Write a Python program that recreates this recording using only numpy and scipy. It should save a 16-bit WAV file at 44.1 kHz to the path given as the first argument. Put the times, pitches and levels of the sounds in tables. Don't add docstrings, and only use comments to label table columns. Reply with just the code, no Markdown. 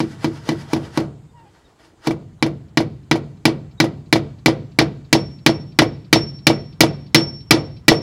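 import sys
import numpy as np
from scipy import signal
from scipy.fft import rfft, irfft, next_fast_len
from scipy.io import wavfile
from scipy.ndimage import uniform_filter1d

SR = 44100
rng = np.random.default_rng(int(sys.argv[2]) if len(sys.argv) > 2 else 0)


def put_to_file(sound):
    columns = np.atleast_2d(sound).T
    safe = np.clip(columns, -1, 1)
    whole_steps = np.round(safe * 32767)
    wavfile.write(sys.argv[1], SR, whole_steps.astype(np.int16))


N = 353682

# (time [s], clank [dB], brightness [dB/octave],
# woody knock [dB], slap delay [s], slap knock [dB], slap tick [dB])
HAMMER_BLOWS = [(0.0034, -22.5, 0.5, -27, .03, -25, -65), (0.2445, -22, 2, -23.5, .033, -28, -62),
                (0.4901, -19.5, 0.1, -26, .0286, -17, -42), (0.7331, -21, 3.5, -16.5, .0306, -16, -38),
                (0.9747, -20, 2, -16, .0266, -18, -39), (2.0719, -20.5, 4, -17, .036, -13, -34),
                (2.4257, -14, 0.1, -18, .038, -15.5, -36), (2.7729, -10.5, 0, -17, .0315, -9.5, -33),
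                (3.1128, -9.5, -0.5, -14.5, .0439, -14, -34.5), (3.454, -7, 2, -14.5, .027, -9, -59),
                (3.8015, -7, 0.9, -13.5, .0401, -9.5, -30.5), (4.1271, -6, 1.5, -12, .0309, -5.5, -29.5),
                (4.46, -4.5, 1.3, -11, .0233, -3.5, -30), (4.7881, -4.5, -0.5, -12.5, .0254, -3.5, -32.5),
                (5.1284, -4, 3.5, -13, .024, -2.5, -49), (5.463, -3, 1.5, -11.5, .0308, -7.5, -38.5),
                (5.7889, -2.5, -0.7, -11, .0314, -1.7, -26.5), (6.1288, 0, 2.5, -12, .0321, -4, -41),
                (6.4688, -2, 2.5, -10, .0331, -1.9, -32.5), (6.8066, -0.3, 4, -9.5, .0302, -3.5, -28),
                (7.1463, 0.4, 2.5, -10, .0327, -18.5, -39), (7.5086, 1, 3, -7, .0227, -12.5, -37),
                (7.8817, 1, 3, -6.5, .037, 0.5, -27)]
# (frequency [Hz], relative level [dB], t60 [s], direction of first swing [+1/-1])
PLANK_MODES = [(98.6, -35.5, 1, -1), (115.77, -20.5, 0.55, 1), (142.4, -15.5, 0.6, 1),
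               (145, -5.5, 0.19, -1), (158.4, -29, 0.8, -1), (227, -31.5, 0.8, -1),
               (232.1, -14.5, 0.27, -1), (256, -29, 0.15, -1), (304.75, 3, 0.14, 1),
               (305.35, 4.5, 0.097, -1), (326.26, -0.53, 0.19, 1), (333.1, -7.5, 0.14, -1),
               (353.5, -13, 0.26, 1), (439, -19, 0.2, -1), (432, -12, 0.054, 1), (491, -29, 0.36, 1),
               (513.7, -21, 0.14, 1), (606, -26.5, 0.19, 1), (676, -15.5, 0.039, 1), (874, -13.5, 0.031, 1),
               (816, -18.5, 0.045, 1), (956.6, -12.5, 0.052, 1), (1108, -20, 0.076, 1)]


def amp(db):
    return 10 ** (np.asarray(db) / 20)


def evened(x):
    return x / np.sqrt(np.mean(x ** 2) + 1e-20)


def train(time_s, size):
    out = np.zeros(N)
    index = np.clip(np.round(time_s * SR).astype(int), 0, N - 1)
    np.add.at(out, index, size)
    return out


def ring(modes, length_s):
    t = np.arange(round(length_s * SR)) / SR
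    out = np.zeros(len(t))
    for hz, db, t60_s, *way in modes:
        sign = np.sign(way[0]) if way else 1
        out += sign * amp(db - 60 * t / t60_s) * np.sin(2 * np.pi * hz * t)
    return out


def fade(clicks, t60_s):
    return signal.lfilter([1], [1, -amp(-120 / (t60_s * SR))], clicks)


def coloured(points, patchy_db, size):
    hz = np.fft.rfftfreq(size, 1 / SR)
    f, db = np.transpose(points)
    real, imag, patches = rng.standard_normal((4 * N // size + 5, len(hz), 3)).T
    patches = uniform_filter1d(patches, size=size // 64, axis=0)
    patches = evened(uniform_filter1d(patches, size=6144 // size, axis=1))
    level_db = np.interp(np.log(hz + 1), np.log(f + 1), db)[:, None] + patchy_db * patches
    z = (real + 1j * imag) * amp(level_db)
    return evened(signal.istft(z, nperseg=size, noverlap=size * 3 // 4)[1][:N])


def whistle(rows, overtones_db, wobble, taper):
    out = np.zeros(N)
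    for start_s, length_s, first_hz, last_hz, db in rows:
        u = np.linspace(0, 1, round(length_s * SR))
        drift = uniform_filter1d(rng.standard_normal(4 * SR // 10), size=200)
        drift = 1 + wobble * evened(drift)[:len(u)]
        phase = 2 * np.pi * np.cumsum((first_hz + (last_hz - first_hz) * u) * drift) / SR
        tone = np.zeros(len(u))
        for k, overtone_db in enumerate(overtones_db):
            tone += amp(overtone_db) * np.sin((k + 1) * phase) * np.sin(np.pi * u) ** (2 * k)
        tone *= np.sqrt(2) * amp(db) * signal.windows.tukey(len(u), taper)
        out[round(start_s * SR):][:len(u)] += tone
    return out


def tinted(x):
    # (frequency [Hz], width [Hz], level [dB])
    peaks = [(380, 25, -4.5), (454, 25, 8), (525, 11, 6.5), (661, 31, 5), (790, 22, -1.5), (932, 67, 5),
             (1034, 20, -4.5), (1330, 99, -1.5), (1948, 120, 8), (2208, 56, -9), (2277, 140, 9.5),
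             (2680, 41, 3), (2970, 30, -0.5), (3680, 170, 3), (4336, 180, 5.5), (4970, 280, 4.5),
             (10800, 1400, 3.5), (10600, 210, 2.5)]
    size = next_fast_len(N)
    hz = np.fft.rfftfreq(size, 1 / SR)
    gain_db = sum(db / (1 + (2 * (hz - f) / width_hz) ** 2) for f, width_hz, db in peaks)
    return irfft(rfft(x, size) * amp(gain_db))[:N]


def thud(clank_db):
    return -10.5 + 0.3 * clank_db


def outdoor_air():
    # (frequency [Hz], relative level [dB per Hz])
    spectrum = [(15, -38), (25, -3.5), (70, 7.5), (262, -1), (325, 3), (542, -4.5), (906, -7),
                (2600, -19.5), (3050, -18.5), (6500, -27), (7050, -24.5), (15800, -40)]
    return amp(-55) * coloured(spectrum, patchy_db=2.2, size=2048)


def thin_tones():
    # (time [s], base pitch [Hz], relative level [dB])
    glide = [(0, 184, 9), (2.002, 178.4, 0.5), (3.701, 175.6, 4), (5, 171, 4), (5.6, 175.7, 0),
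             (8.02, 179, -10.5)]
    # (multiple of base pitch, relative level [dB])
    tones = [(35, -82), (37, -88), (39, -81), (41, -87), (43, -85), (44, -88), (46, -85)]
    t = np.arange(N) / SR
    time_s, base_hz, level_db = np.transpose(glide)
    phase = 2 * np.pi * np.cumsum(np.interp(t, time_s, base_hz)) / SR
    out = np.zeros(N)
    for multiple, db in tones:
        rate_hz, start = 0.08 + rng.random(), rng.random()
        flicker_db = 4.4 * np.sin(2 * np.pi * (rate_hz * t + start))
        out += amp(db + flicker_db) * np.sin(multiple * phase)
    return out * amp(np.interp(t, time_s, level_db))


def yard(x):
    band = signal.butter(4, [500, 4600], "bandpass", fs=SR, output="sos")
    energy = fade(signal.sosfilt(band, x) ** 2, 0.58) / SR
    noise = evened(signal.sosfilt(band, tinted(rng.standard_normal(N))))
    return amp(-13.0) * np.sqrt(energy) * noise


def far_wall(x):
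    t = np.arange(1500) / SR
    smear = evened(rng.standard_normal(1500) * amp(-60 * t / 0.05)) / np.sqrt(1500)
    late = np.r_[np.zeros(round(0.256 * SR)), signal.oaconvolve(x, smear)][:N]
    band = signal.butter(3, [2700, 5600], "bandpass", fs=SR, output="sos")
    return amp(-46.5) * signal.sosfilt(band, late)


def chirps():
    # (start [s], length [s], first pitch [Hz], last pitch [Hz], level [dB])
    notes = [(1.28, 0.043, 3550, 3680, -71), (1.64, 0.041, 3800, 3680, -62), (2.392, 0.02, 3960, 3850, -63),
             (3.772, 0.037, 3850, 3680, -54)]
    return whistle(notes, [0], wobble=0.011, taper=0.73)


def squeaks():
    # (start [s], length [s], first pitch [Hz], last pitch [Hz], level [dB])
    glides = [(1.328, 0.129, 956, 905, -51), (1.445, 0.051, 830, 815, -53.5)]
    return whistle(glides, [0, -12, -13], wobble=0.019, taper=0.41)


def rustle():
    # (time of top [s], relative level [dB], rise per 20 dB [s], fall per 20 dB [s])
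    strokes = [(1.4, -62, 0.074, 0.11), (1.57, -58, 0.22, 0.25), (1.7, -62.5, 0.13, 0.13),
               (1.8, -54, .02, 0.13), (1.85, -51.5, 0.08, 0.098), (2.07, -32, 0.042, 0.027)]
    # (frequency [Hz], relative level [dB per Hz])
    spectrum = [(240, -39), (400, -5), (459, -14), (1040, -9), (1210, -6.5), (1390, -5.5), (2420, -20.5),
                (3000, -15), (3900, -20.5), (4920, -19), (5820, -21), (10900, -34.5), (15800, -48)]
    taps = HAMMER_BLOWS[:5]
    rubs = [(tap[0], tap[1] - 13.5, 0.07, 0.076) for tap in taps]
    rubs += [((a[0] + b[0]) / 2, a[1] - 20.5, 0.15, 0.086) for a, b in zip(taps, taps[1:])]
    power = np.zeros(N)
    for top_s, db, rise_s, fall_s in rubs + strokes:
        t = np.arange(round(2.5 * SR)) / SR - top_s
        slope_db = 20 * np.where(t < 0, t / rise_s, -t / fall_s)
        power[:len(t)] += amp(db + slope_db) ** 2
    catch_db = 0.59 * evened(uniform_filter1d(rng.standard_normal(N), size=200))
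    power *= amp(catch_db) ** 2
    return coloured(spectrum, patchy_db=1.2, size=512) * np.sqrt(power)


def wall_murmur(brush):
    return amp(-31.5) * signal.oaconvolve(brush, ring(PLANK_MODES, 0.3))[:N]


def slaps():
    blow_s, *_, delay_s, knock_db, _ = np.transpose(HAMMER_BLOWS)
    slap_s = blow_s + delay_s
    t = np.arange(-130, 400) / SR
    envelope = np.exp(-np.where(t < 0, -t / 0.00029, t / 0.0013))
    knock = -np.cos(2 * np.pi * 650 * t) * envelope
    upper = ring([mode for mode in PLANK_MODES if mode[0] > 400], 0.3)
    knocks = signal.oaconvolve(train(slap_s + t[0], amp(knock_db)), knock)[:N]
    return knocks - signal.oaconvolve(train(slap_s, amp(knock_db - 5)), upper)[:N]


def planks():
    blow_s, clank_db = np.transpose(HAMMER_BLOWS)[:2]
    clicks = train(blow_s, amp(thud(clank_db) + 9.5))
    return signal.oaconvolve(clicks, ring(PLANK_MODES, 0.9))[:N]


def wire_noise(blow_s):
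    alike = 0.5
    starts = np.r_[0, np.round(blow_s * SR).astype(int)]
    n = np.arange(N)
    since_blow = n - starts[np.searchsorted(starts, n, "right") - 1]
    fresh, habit = tinted(rng.standard_normal(N)), tinted(rng.standard_normal(N))
    return np.sqrt(1 - alike ** 2) * fresh + alike * habit[since_blow]


def mesh():
    # (centre [Hz], relative crack level [dB], crack t60 [s], relative rattle level [dB], rattle t60 [s])
    bands = [(48, -37, 0.03, -47.5, 1.1), (97.2, -28.5, 0.033, -27, 1.6), (208, -30.5, 0.092, -18, 0.63),
             (443, -8, 0.016, -22.5, 0.39), (823, -21.5, 0.027, -28, 0.36), (1700, -7, 0.054, -20.5, 0.18),
             (2440, -5.5, 0.033, -24, 0.22), (3760, -12.5, 0.12, -17.5, 0.099), (6540, -14, .04, -33, 0.15),
             (7650, -20.5, 0.017, -33, 0.14), (11500, -23, 0.028, -39, 0.055),
             (13520, -34.5, 0.0062, -39.5, 0.073), (15900, -35, .012, -42.5, .07)]
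    blow_s, clank_db, bright_db, knock_db, delay_s, slap_db, tick_db = np.transpose(HAMMER_BLOWS)
    size = next_fast_len(N)
    z = rfft(wire_noise(blow_s), size)
    log_hz = np.log(np.fft.rfftfreq(size, 1 / SR) + 1)
    centres = np.log([row[0] for row in bands])
    chatter = amp(evened(uniform_filter1d(rng.standard_normal(N), size=90)))
    out = np.zeros(N)
    for k, (f, crack_db, crack_s, rattle_db, rattle_s) in enumerate(bands):
        share = np.interp(log_hz, centres, np.arange(len(bands)) == k, right=0)
        band = evened(irfft(z * np.sqrt(share))[:N])
        if f < 300:
            blow_db, again_db, again_s = thud(clank_db) + 4.5, slap_db - 33, 0.1
        elif f < 1200:
            blow_db, again_db, again_s = knock_db + 10.0, slap_db - 6.5, 0.13
        else:
            blow_db, again_db, again_s = clank_db + bright_db * np.log2(f / 3000), tick_db + 4.0, 0.08
        drive = train(blow_s, amp(blow_db) ** 2)
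        slap_drive = train(blow_s + delay_s, amp(again_db) ** 2)
        power = (fade(drive, crack_s) + fade(slap_drive, again_s)) * amp(crack_db) ** 2
        power += fade(drive, rattle_s) * amp(rattle_db) ** 2
        lag = np.exp(-f / (1.5 * SR))
        envelope = np.sqrt(abs(signal.lfilter([1 - lag], [1, -lag], power)))
        out += band * envelope * (chatter if f > 1200 else 1)
    return out


def song():
    # (relative level [dB], swing pace [1 = usual], gap to wall at the blow [m],
    # first share of the reflection [0-1], t60 [s])
    songs = [(-24.5, 1.2, 0.011, 0.3, .15), (-27.5, 1.08, .013, .3, 0.52), (-29.5, 1.01, .010, .55, 0.49),
             (-31.5, .95, .014, .55, 0.36), (-20.5, .97, 0.0095, 0.5, 0.59), (-26.5, 1.04, 0.017, .3, 0.47),
             (-33.5, 1.01, 0.016, .6, .52), (-16, .99, 0.017, .4, 0.53), (-28, .95, 0.015, .55, 0.47),
             (-23, 0.96, 0.016, 0.53, 0.64)]
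    # (time after blow [s], lift [m])
    swing = [(0, 0), (.18, .098), (.235, .114), (.29, .097), (.322, .089), (.4, .03)]
    head_hz, sound_m_per_s, rise_s = 5445, 343, 0.006
    share_per_s = 1.2
    when_s, lift_m = np.transpose(swing)
    starts = [round(row[0] * SR) for row in HAMMER_BLOWS[-len(songs):]]
    ends = starts[1:] + [N]
    out = np.zeros(N)
    for start, end, (db, pace, gap_m, share, t60_s) in zip(starts, ends, songs):
        t = np.arange(end - start) / SR
        lift = uniform_filter1d(np.interp(t * pace, when_s, lift_m), size=900, mode="nearest")
        late_s = (gap_m + lift) / sound_m_per_s
        direct = np.sin(2 * np.pi * head_hz * (t - late_s))
        reflected = np.minimum(share + share_per_s * t, 1) * np.sin(2 * np.pi * head_hz * (t + late_s))
        out[start:end] = amp(db - 60 * t / t60_s) * np.minimum(t / rise_s, 1) * (direct + reflected)
    return out


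def nail():
    # (frequency [Hz], relative level [dB], t60 [s])
    modes = [(1500, -4, 0.015), (1940, -19, 0.0067), (1988, -8, 0.017), (2331, 3, 0.036), (3107, -5, 0.035),
             (4013, -1, 0.042), (4180, -11, 0.029), (3900, -8, 0.017), (4540, -2.5, 0.0086),
             (4780, -14.5, 0.0059), (5100, -10, 0.043)]
    blow_s, clank_db = np.transpose(HAMMER_BLOWS)[:2]
    out = np.zeros(N)
    for mode in modes:
        share_db = 0.61 * rng.standard_normal(len(blow_s))
        clicks = train(blow_s, amp(clank_db - 6.5 + share_db))
        out += signal.oaconvolve(clicks, ring([mode], 0.14))[:N]
    return out


def scene():
    wires, brush = mesh(), tinted(rustle())
    metal = nail() + wires + song()
    surroundings = outdoor_air() + thin_tones() + yard(wires) + far_wall(metal)
    small = chirps() + squeaks() + brush + wall_murmur(brush)
    return (surroundings + small + slaps() + planks() + metal)[None]


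def record(dry):
    low_pass = signal.firwin(511, 15900, window=("kaiser", 9), fs=SR)
    return signal.oaconvolve(np.clip(dry, -0.99, 0.99), low_pass[None], "same")


dry = scene()
out = record(dry)
put_to_file(out)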